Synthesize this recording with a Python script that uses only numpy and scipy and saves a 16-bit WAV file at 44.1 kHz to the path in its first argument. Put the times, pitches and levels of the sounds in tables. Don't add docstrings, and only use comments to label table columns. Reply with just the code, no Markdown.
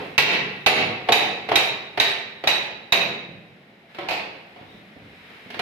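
import sys
import numpy as np
from scipy import signal
from scipy.fft import rfft, irfft, next_fast_len
from scipy.io import wavfile
from scipy.ndimage import uniform_filter1d, minimum_filter1d

SR = 44100
rng = np.random.default_rng(int(sys.argv[2]) if len(sys.argv) > 2 else 0)


def unload_wav(signal):
    wavfile.write(
        sys.argv[1],
        SR,
        np.round(np.clip(np.atleast_2d(signal).T, -1, 1) * 32767).astype(np.int16),
    )


N = 247401
T = np.arange(round(1.4 * SR)) / SR

# start in seconds, then strength, edge bite, door clang, chisel ring in dB.
BLOWS = [(-.29, -14, 11.5, -4, -13), (.179, -1, 2, -5.5, -7.5), (.662, -3, 2.5, 0, -6),
         (1.121, -7.5, -0.5, -2, 2), (1.556, -9.5, -11, -3, 3.5), (1.999, -9.5, -7, -2.5, 1),
         (2.473, -11, -1.5, 0, 1.5), (2.922, -9.5, 4.5, -0.5, 2.5), (4.086, -19.5, 3.5, 3.5, -26),
         (4.108, -20.5, 2, 0.5, -29)]
# start in seconds, strength in dB, weight behind the tool in dB.
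KNOCKS = [(-.1, -23, 4.5), (1.075, -31, 5), (1.087, -15.5, 4), (1.488, -21, 0), (1.516, -17.5, 4),
          (1.974, -19.5, 1.5), (2.438, -23, 1.5), (3.946, -32.5, -3), (3.985, -26.5, 2.5),
          (4.008, -31.5, 5), (4.56, -39, 7), (4.664, -50, 4), (5.301, -40.5, 1), (5.502, -28.5, -9),
          (5.542, -28, -1.5), (5.592, -18, -6)]
# start in seconds, strength in dB.
THUDS = [(3.285, -36.5), (4.61, -39.5), (4.744, -42), (4.959, -37), (5.02, -39.5), (5.456, -40.5),
         (5.568, -31)]
# frequency in Hz, relative level in dB, seconds to fall 60 dB.
CHISEL_MODES = [(3720, -9, 0.056), (3817, 2, 0.071), (3727, 4.5, 0.038), (3813, 0.5, 0.063),
                (3904, 4.5, 0.047), (3850, -25, 0.035), (4317, -21, .1), (5000, -37, 0.13),
                (5620, -17, 0.062), (5990, -5.5, 0.03), (6900, -8, 0.028), (8170, -18.5, 0.079),
                (9300, -51, 0.087), (11370, -20.5, 0.11), (11900, -29, 0.15), (13000, -21, 0.1)]
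DOOR_MODES = [(400, -33, 0.065), (427, -5, 0.13), (687, 0.5, 0.083), (735, 0, 0.12), (770, 0, 0.038),
              (898, -6.5, 0.14), (1104, -9.5, 0.12)]
EDGE_MODES = [(1920, -23, 0.05), (2270, -8.5, 0.098), (2500, -5.5, 0.091), (2633, -5.5, 0.057),
              (2600, -11.5, 0.12), (2778, -5, 0.042)]
# frequency in Hz, relative level in dB.
HARD_SPECTRUM = [(25, -65), (70, -27), (130, -9.5), (300, -7.5), (560, 1), (820, 6.5), (1080, -1),
                 (1450, -2.5), (1950, 3), (2650, 5.5), (3300, -1.5), (4200, -0.5), (7500, -18),
                 (10000, -49), (13500, -18), (15500, -54)]
DULL_SPECTRUM = [(25, -54), (120, -11.5), (230, -12.5), (380, -1.5), (560, -2), (760, -1), (1200, -5),
                 (2500, -4), (4000, -10.5), (7500, -35), (13000, -33.5), (15000, -43)]
# frequency in Hz, relative level in dB.
THUD_SPECTRUM = [(25, -41), (80, -7.5), (200, 1), (320, -10.5), (600, -11.5), (2000, -52), (15000, -82)]
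SCRAPE_SPECTRUM = [(1500, -10), (3300, -8.5), (3800, 4), (4200, -20), (5000, -25), (5650, -15), (6500, -31),
                   (14000, -31.5)]
MACHINE_SPECTRUM = [(15, -69.5), (25, -38), (180, -4), (209, 0.5), (293, -8.5), (318, -6), (551, -7.5),
                    (762, -8), (1200, -26), (1560, -69.5), (2640, -120)]
HISS_SPECTRUM = [(500, -11.5), (1200, -6), (2150, 1.5), (3300, -7.5), (3900, -7.5), (4500, -17),
                 (5150, -17), (5800, -25), (8000, -31), (13500, -30), (15000, -41)]
# frequency in Hz, seconds to fall 60 dB.
DOOR_DECAY = [(100, 0.82), (250, 0.96), (700, 0.12), (2500, 0.19), (6000, 0.099), (13000, 0.088)]
HALL_DECAY = [(100, 1.7), (230, 1), (400, 0.95), (700, 0.83), (2200, 0.83), (4500, 0.67), (8000, 0.45),
              (13000, 0.38)]
# frequency in Hz, likeness from 0 to 1.
STEREO_LIKENESS = [(25, 0.5), (60, 0.65), (130, 1), (290, 0.97), (640, 0.71), (1400, 0), (15000, 0.25)]
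# frequency in Hz, left minus right in dB.
WORK_BALANCE = [(25, -10), (60, -3), (130, -2.5), (380, 0.5), (700, -3.5), (1290, 2.5), (2400, -3.5),
                (4400, -4.5), (8000, 0), (15000, -1.5)]
# time in seconds, level in dB before its gain.
HISS_DRIFT = [
    [(0.05, -71.5), (0.15, -76)],
    [(3.6, -86), (3.886, -86.5), (3.9, -82.5)],
    [(5.0, -82), (5.316, -77.5), (5.48, -78)],
]


def hammer_blows(rise_s=0.00086, push_s=0.0016, crack_t60=0.017):
    track = np.zeros((2, N))
    phase = T / push_s
    push = amp(-10) * phase * (2 - phase) * np.exp(-phase)
    attack = 1 - np.exp(-T / rise_s)
    for start, strength_db, bite_db, clang_db, ring_db in BLOWS:
        boom_db = bite_db - 8
        treble_db = -2 - 0.15 * bite_db
        direct_db = 0.26 + 0.2 * strength_db
        chisel = amp(ring_db - 5.5) * ring(CHISEL_MODES, scatter_db=1.5, detune=0.0026)
        chisel += amp(treble_db - 41.5) * tool_shimmer()
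        edge = amp(bite_db - 4.5) * ring(EDGE_MODES, scatter_db=5, detune=0.0076)
        leaf = door(HARD_SPECTRUM, boom_db, clang_db, treble_db, modes_db=-11)
        clang = attack * (leaf + edge + chisel)
        crack = amp(-5) * attack * fade(T, crack_t60) * noise(len(T), HARD_SPECTRUM)[0]
        direct = amp(direct_db) * (clang + crack + push)
        add(track, start, amp(strength_db) * (direct + amp(-8) * hall(clang)))
    return track


def tool_shimmer(low_hz=5000, top_hz=14400, t60=0.15, count=90):
    modes = [(hz, 0, t60) for hz in rng.uniform(low_hz, top_hz, count)]
    return ring(modes, scatter_db=6.5, detune=0)


def door(spectrum, boom_db, clang_db, treble_db, modes_db):
    tilt = [(280, boom_db), (700, clang_db), (900, clang_db), (1800, 0), (4000, 0), (10000, treble_db)]
    weak_modes = decay_by_band(noise(len(T), spectrum), DOOR_DECAY)
    strong_modes = amp(modes_db) * ring(DOOR_MODES, scatter_db=1.5, detune=0.003)
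    return filtered(weak_modes + strong_modes, lambda hz: amp(curve_at(tilt, hz)))


def tool_knocks(rise_s=0.0011, damped_t60=0.27, usual_db=-18.5):
    track = np.zeros((2, N))
    envelope = (1 - np.exp(-T / rise_s)) * fade(T, damped_t60)
    for start, strength_db, weight_db in KNOCKS:
        force_db = strength_db - usual_db
        boom_db = weight_db - 0.12 * force_db
        clang_db = weight_db + 0.17 * force_db
        treble_db = -0.4 * weight_db
        direct_db = 0.5 + 0.27 * force_db
        knock = envelope * door(DULL_SPECTRUM, boom_db, clang_db, treble_db, modes_db=-4)
        add(track, start, amp(strength_db) * (amp(direct_db) * knock + amp(-7) * hall(knock)))
    return track


def worker_thuds(rise_s=0.0019, t60=0.1):
    track = np.zeros((2, N))
    envelope = (1 - np.exp(-T / rise_s)) * fade(T, t60)
    for start, strength_db in THUDS:
        bump = envelope * noise(len(T), THUD_SPECTRUM)
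        add(track, start, amp(strength_db) * (bump + amp(-6) * hall(bump)))
    return track


def blade_scrape(middle_s=4.74, width_s=0.06, level_db=-55, grain_db=0.5):
    grain = unit_rms(uniform_filter1d(rng.standard_normal(N), size=400))
    stroke = np.exp(-0.5 * ((np.arange(N) / SR - middle_s) / width_s) ** 2)
    return amp(level_db - grain_db * grain) * stroke * noise(N, SCRAPE_SPECTRUM)


def hall(contact, build_s=0.0089):
    white = noise(len(T), [(0, 0)])
    tail = decay_by_band(white, HALL_DECAY) * (1 - np.exp(-T / build_s))
    return signal.fftconvolve(contact[::-1], tail / np.sqrt(SR * build_s), axes=1)[:, :len(T)]


def room_tone(machines_db=-54, hiss_gain_db=31):
    hiss_db = hiss_gain_db + np.interp(np.arange(N) / SR, *np.concatenate(HISS_DRIFT).T)
    machines = amp(machines_db) * noise(N, MACHINE_SPECTRUM)
    return machines + amp(hiss_db) * noise(N, HISS_SPECTRUM)


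def ring(modes, scatter_db, detune):
    t = T[:len(T) // 4]
    hz, db, t60 = np.transpose(modes)[:, :, None]
    chance = rng.standard_normal((len(modes), 5)).T[:, :, None]
    phase_draw, level_draw, pitch_draw = chance[:2], chance[2:4], chance[4]
    phase = rng.uniform(0, 2 * np.pi, hz.shape) + stereo_angle(hz) * phase_draw
    strength = amp(db + scatter_db * level_draw) * np.exp(1j * phase)
    waves = fade(t, t60) * np.exp(2j * np.pi * hz * (1 + detune * pitch_draw) * t)
    ringing = (strength[:, :, 0] @ waves).imag
    return np.pad(ringing, ((0, 0), (0, len(T) - len(t))))


def noise(size, spectrum):
    def mid_side_gain(hz):
        angle = stereo_angle(hz)
        return amp(curve_at(spectrum, hz)) * [np.cos(angle), np.sin(angle)]
    mid, side = filtered(rng.standard_normal((2, size)), mid_side_gain)
    return unit_rms(np.array([mid + side, mid - side]))


def stereo_angle(hz):
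    return np.arccos(np.clip(curve_at(STEREO_LIKENESS, hz), -1, 1)) / 2


def decay_by_band(x, decay_times):
    hz, t, bands = signal.stft(x, SR, nperseg=256)
    bands *= fade(t, curve_at(decay_times, hz)[:, None])
    return signal.istft(bands, SR, nperseg=256)[1][:, :len(T)]


def amp(db):
    return 10 ** (np.asarray(db) / 20)


def unit_rms(x):
    return x / np.sqrt(np.mean(x ** 2) + 1e-20)


def curve_at(points, hz):
    point_hz, values = np.transpose(points)
    return np.interp(np.log(hz + 1), np.log(point_hz + 1), values)


def fade(t, t60):
    return np.exp(-np.log(1000) * t / np.maximum(t60, 1e-3))


def filtered(x, gain):
    size = next_fast_len(x.shape[-1] + 4096)
    hz = np.fft.rfftfreq(size, 1 / SR)
    return irfft(rfft(x, size) * gain(hz), size)[..., :x.shape[-1]]


def add(track, start_s, x):
    start = round(start_s * SR)
    x = x[:, max(-start, 0):N - start]
    track[:, max(start, 0):max(start, 0) + x.shape[1]] += x


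def limiter(x, ceiling_db=-9.5, hold_s=0.066, release_db_per_s=95):
    power = np.abs(uniform_filter1d(np.mean(x ** 2, axis=0), size=256))
    needed_db = np.minimum(0, ceiling_db - 10 * np.log10(power + 1e-12))
    reach = round(hold_s * SR / 2)
    held_db = minimum_filter1d(needed_db, 2 * reach + 1, origin=reach)
    climb_db = release_db_per_s * np.arange(N) / SR
    released_db = np.minimum.accumulate(held_db - climb_db) + climb_db
    ahead_db = minimum_filter1d(released_db, size=800)
    return x * amp(uniform_filter1d(ahead_db, size=500))


def scene():
    work = hammer_blows() + tool_knocks() + worker_thuds()
    sides = np.array([[0.5], [-0.5]])
    work = filtered(work, lambda hz: amp(curve_at(WORK_BALANCE, hz) * sides))
    work[0] = np.pad(work[0], (4, 0))[:N]
    return work + blade_scrape() + room_tone()


def record(dry):
    low_hz, top_hz = 48, 15800
    limited = limiter(dry)
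    rounded = limited / (1 + limited ** 6) ** (1 / 6)
    low_cut = signal.butter(3, low_hz, "high", fs=SR, output="sos")
    return filtered(signal.sosfilt(low_cut, rounded), lambda hz: hz < top_hz)


dry = scene()
out = record(dry)
unload_wav(out)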